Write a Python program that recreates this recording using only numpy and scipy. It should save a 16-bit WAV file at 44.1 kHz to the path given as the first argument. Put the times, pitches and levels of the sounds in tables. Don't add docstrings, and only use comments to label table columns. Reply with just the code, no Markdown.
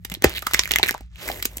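import sys
import numpy as np
from scipy import signal
from scipy.io import wavfile

SR = 44100
rng = np.random.default_rng(int(sys.argv[2]) if len(sys.argv) > 2 else 0)


def to_wav(s):
    ch = np.atleast_2d(s).T
    pcm = np.round(np.clip(ch, -1, 1) * 32767)
    wavfile.write(sys.argv[1], SR, pcm.astype(np.int16))


N = 70560

BURST = 4096
ALIKE = 0.75
RUMBLE_SIDE, RUMBLE_LAG = 0.25, 0.3
AIR_HZ = (7500, 16000)
FLAKE_HZ, FLAKE_CYCLES = (1300, 8300), 7.6
GRAINS_PER_S, GRAIN_SPREAD_DB = 2800, 4.2
GRAIN_BED = 0.33
LEAD_S = 0.01
RISE_SHARE, FALL_SHARE = 0.17, 0.47
SHARD_CYCLES, SNAP_HZ = 8.5, (7000, 19000)
BROAD_DB, KNOCK_T60_S = -4.5, 0.017
CREAK_HZ = 4220
TICK_S, TICK_CYCLES = 0.0006, 7.0
TICK_HISS_DB = 1.5
ROOM_T60_S, ROOM_DB, ROOM_CUT_HZ = 0.097, -14, 9000
LOW_CUT_HZ, CUTOFF_HZ = 44, 16600


def amp(db):
    return 10 ** (np.asarray(db) / 20)


def rms_one(x):
    return x / np.sqrt(np.mean(x ** 2) + 1e-20)


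def top_one(x):
    return x / np.abs(x).max(axis=-1).mean()


def band(x, low_hz, high_hz):
    return signal.sosfilt(signal.butter(2, [low_hz, high_hz], "band", fs=SR, output="sos"), x)


def ring(x, hz, t60):
    radius = amp(-60 / (t60 * SR))
    w = 2 * np.pi * hz / SR
    return signal.lfilter([0, np.sin(w)], [1, -2 * radius * np.cos(w), radius * radius], x)


def peak(x, hz, width_hz, db):
    w, g = 2 * np.pi * hz / SR, amp(db / 2)
    q = np.sin(w) * width_hz / hz / 2
    return signal.lfilter([1 + q * g, -2 * np.cos(w), 1 - q * g], [1 + q / g, -2 * np.cos(w), 1 - q / g], x)


def turn(x, hz, width_hz):
    w = 2 * np.pi * hz / SR
    q = np.sin(w) * width_hz / hz / 2
    return signal.lfilter([1 - q, -2 * np.cos(w), 1 + q], [1 + q, -2 * np.cos(w), 1 - q], x)


def pair(size):
    both, left, right = rng.standard_normal((3, size))
    return np.sqrt(ALIKE) * both + np.sqrt(1 - ALIKE) * np.array([left, right])


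def rumble():
    # centre f/Hz, width of each filter pass/Hz, level/dB
    resonances = [(57.46, 17.6, -42), (94.6, 20, -51), (173.8, 17, -55.5), (120, 70, -55)]
    out = 0
    for hz, width_hz, db in resonances:
        common = rng.standard_normal(N + SR)
        noise = common + RUMBLE_SIDE * rng.standard_normal((2, N + SR))
        edges = hz - width_hz / 2, hz + width_hz / 2
        settled = band(band(noise, *edges), *edges)[:, SR:]
        out = out + amp(db) * rms_one(settled)
    return np.real(signal.hilbert(out) * np.exp([[0], [-1j * RUMBLE_LAG]]))


def grains(per_s):
    hits = rng.random(N) < per_s / SR
    sizes = hits * amp(GRAIN_SPREAD_DB * np.minimum(rng.exponential(1, N), 4))
    bed_power = GRAIN_BED ** 2 * per_s / GRAINS_PER_S
    return np.sqrt(signal.lfilter([1], [1, -.97], sizes ** 2 + bed_power))


def rustle():
    # t/s, flake level/dB, treble level/dB, bass level/dB
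    rustle_levels = [(0, -79, -76, -86), (0.122, -55.5, -59, -55), (0.203, -66, -80, -68.5),
                     (0.252, -29, -61, -33.5), (0.385, -61.5, -51.5, -59.5), (0.408, -58, -57, -56),
                     (.56, -37, -42.5, -71), (.68, -48, -51, -59.5), (0.899, -44.5, -60, -54),
                     (0.999, -59.5, -80.5, -86), (1.093, -75, -102, -107), (1.217, -41.5, -42.5, -46),
                     (1.293, -41, -38.5, -38.5), (1.39, -51, -41.5, -46), (1.46, -54.5, -67, -68),
                     (1.518, -57.5, -50.5, -54.5), (1.6, -60, -60, -51)]
    s, *levels = np.transpose(rustle_levels)
    puffs = [grains(GRAINS_PER_S / 10) for _ in range(10)]
    flakes = 0
    for puff, hz in zip(puffs, np.geomspace(*FLAKE_HZ, 10)):
        flakes = flakes + rms_one(ring(puff * pair(N), hz, FLAKE_CYCLES / hz))
    gate = np.sqrt(np.sum(np.square(puffs), axis=0))
    treble = band(gate * pair(N), *AIR_HZ)
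    bass = band(gate * pair(N), 220, 720)
    t = np.arange(N) / SR
    return sum(amp(np.interp(t, s, db)) * rms_one(x) for db, x in zip(levels, [flakes, treble, bass]))


def cracks():
    # t/s, shard f/Hz, shard level/dB, treble snap level/dB, dull knock level/dB, length scale/ms
    fractures = [(0.048, 3650, -27.5, -15, -34, 5.1), (0.115, 2800, -26, -22, -34.5, 8.3),
                 (0.2217, 2400, -24, -11, -27.5, 1.74), (0.2401, 1850, -5.5, 2.5, -8.5, 6.5),
                 (0.4239, 1180, -22.5, -25, -39, 4.2), (0.4655, 1235, -13, -10.5, -53, 7.46),
                 (0.5347, 1620, -16.5, -1.5, -36, 1.9), (0.544, 2020, -6, -3.5, -30, 3),
                 (0.5917, 5800, -0.5, -6.5, -68, 4.4), (0.7086, 2610, -12, -11, -36, 3.7),
                 (0.7162, 6000, -7.5, -0.5, -28, 2.4), (0.7354, 3110, -13, -12, -51, 4),
                 (0.7585, 2010, -7, -4, -48, 2.3), (0.7852, 2660, -9.5, -10, -31, 2.04),
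                 (0.7946, 838, -16, -23.5, -37.5, 4.5), (0.8299, 3850, 0, -7.5, -16, 1.52),
                 (0.8336, 2340, -7.5, -12, -28, 3.6), (0.882, 2235, -19.5, -10.5, -39, 8.9),
                 (0.891, 1754, -11, -13.5, -46, 2.7), (0.9094, 4080, -15, -5, -23, 0.46),
                 (0.947, 924, -17, -36, -37, 1.27), (1.0071, 698, -43, -32.5, -36, 3.0),
                 (1.2768, 2030, -28.5, -14.5, -45, 6.3), (1.2976, 700, -20, -23, -25, 4.34),
                 (1.4243, 4780, -16.5, -11.5, -39, 5.2), (1.452, 4300, -17, -5, -24.5, 6.4),
                 (1.5679, 2510, -62, -14.5, -35.5, 6.9)]
    hollow_hz = (260, 440, 790)
    out, t = np.zeros((2, N + BURST)), np.arange(BURST) / SR
    for s, hz, shard_db, snap_db, knock_db, ms in fractures:
        x = 1000 * (t - LEAD_S) / ms - .4
        shape = np.exp(np.where(x < 0, x / RISE_SHARE, -x / FALL_SHARE))
        burst, other = pair(BURST) * shape, pair(BURST) * shape
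        shard = ring(burst, hz, SHARD_CYCLES / hz)
        snap = band(burst, *SNAP_HZ)
        broad = band(other, 1000, 7500)
        dull = band(burst, 220, 1300)
        knock = sum(rng.uniform(0.94, 1) * ring(dull, tone_hz, KNOCK_T60_S) for tone_hz in hollow_hz)
        sound = amp(shard_db) * top_one(shard) + amp(snap_db) * top_one(snap)
        sound += amp((shard_db + snap_db) / 2 + BROAD_DB) * top_one(broad)
        sound += amp(knock_db) * top_one(knock)
        i = int((s - LEAD_S) * SR)
        out[:, i:i + BURST] += sound
    return out[:, :N]


def ticks():
    # t/s, f/Hz, level/dB
    flake_snaps = [(0.1001, 9400, -25.5), (.122, 2900, -33.5), (0.141, 11300, -19.5), (0.15, 4470, -24),
                   (0.296, 11500, -23.5), (0.304, 2600, -26), (.3925, 11600, -26), (0.4227, 11600, -26.5),
                   (0.5116, 1370, -23), (.542, 7000, -10.5), (0.6365, 4630, -16), (.648, 11100, -28),
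                   (.657, 2600, -19), (.6765, 1570, -22), (.692, 11500, -29), (0.748, 2200, -36),
                   (0.7536, 2340, -21), (0.8466, 2000, -21), (0.8619, 2300, -18), (.8695, 2310, -20),
                   (.880, 3240, -17.5), (0.927, 2200, -27), (.943, 1580, -23), (0.9797, 1840, -34),
                   (1.159, 3800, -35.5), (1.289, 1990, -17.5), (1.317, 4700, -21.5), (1.395, 1900, -34),
                   (1.449, 5000, -24), (1.4008, 2030, -30), (1.583, 11500, -25.5)]
    # start t/s, end t/s, spacing/s, mean level reached at the end/dB
    creeps = [(.308, .3395, .0068, -29), (.349, .3825, .0045, -22)]
    slips = []
    for start, end, gap_s, db in creeps:
        for s in np.arange(end, start, -gap_s):
            swell_db = 6 * (s - end) / (end - start)
            slips.append((s, CREAK_HZ, db + swell_db + rng.normal(0, 2)))
    out, t = np.zeros((2, N + BURST)), np.arange(BURST) / SR
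    for s, hz, db in flake_snaps + slips:
        puff = pair(BURST) * t / TICK_S * np.exp(-t / TICK_S)
        hiss = band(puff, 1500, AIR_HZ[1])
        sound = top_one(ring(puff, hz, TICK_CYCLES / hz)) + amp(TICK_HISS_DB) * top_one(hiss)
        i = int((s - 2 * TICK_S) * SR)
        out[:, i:i + BURST] += amp(db) * sound
    return out[:, :N]


def pop():
    # start t/s, f/Hz, level/dB, t60/s
    thumps = [(0.115, 184, -20, 0.057), (0.17, 310, -22, 0.018), (0.2446, 421, 17.5, 0.01),
              (0.25, 132, 2.5, 0.023), (.252, 68.5, 3, 0.051), (.255, 785, -21.5, 0.075)]
    out = np.zeros(N)
    for s, hz, db, t60 in thumps:
        t = np.maximum(np.arange(N) / SR - s, 0)
        soft_start = 1 - np.exp(-t * hz)
        out += amp(db - 60 * t / t60) * soft_start * -np.sin(2 * np.pi * hz * t)
    return out


def room(x):
    t = np.arange(SR // 2) / SR
    noise = band(rng.standard_normal((2, len(t))), 290, ROOM_CUT_HZ)
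    tail = noise * amp(-60 * t / ROOM_T60_S) * (t > .003)
    tail = tail / np.sqrt(np.sum(tail ** 2) / 2)
    return amp(ROOM_DB) * signal.fftconvolve(x, tail, axes=1)[:, :N]


def scene():
    # centre f/Hz, width/Hz, lift/dB
    right_lift = (3214, 2250, 7.5)
    # centre f/Hz, width/Hz
    right_phase = [(3600, 4570), (9000, 5400), (13000, 3300)]
    left, right = rustle() + cracks() + ticks()
    right = peak(right, *right_lift)
    for hz, width_hz in right_phase:
        right = turn(right, hz, width_hz)
    near = np.array([left, right]) + pop()
    return near + room(near) + rumble()


def record(dry):
    # centre f/Hz, width/Hz, lift or cut/dB
    colour = [(2050, 900, 5), (10200, 1100, -13), (12000, 1500, 5), (13750, 800, -16)]
    for hz, width_hz, db in colour:
        dry = peak(dry, hz, width_hz, db)
    dry = signal.sosfilt(signal.butter(4, LOW_CUT_HZ, "high", fs=SR, output="sos"), dry)
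    overloaded = np.clip(dry, -1, 1)
    return signal.sosfilt(signal.cheby2(16, 50, CUTOFF_HZ, fs=SR, output="sos"), overloaded)


dry = scene()
out = record(dry)
to_wav(out)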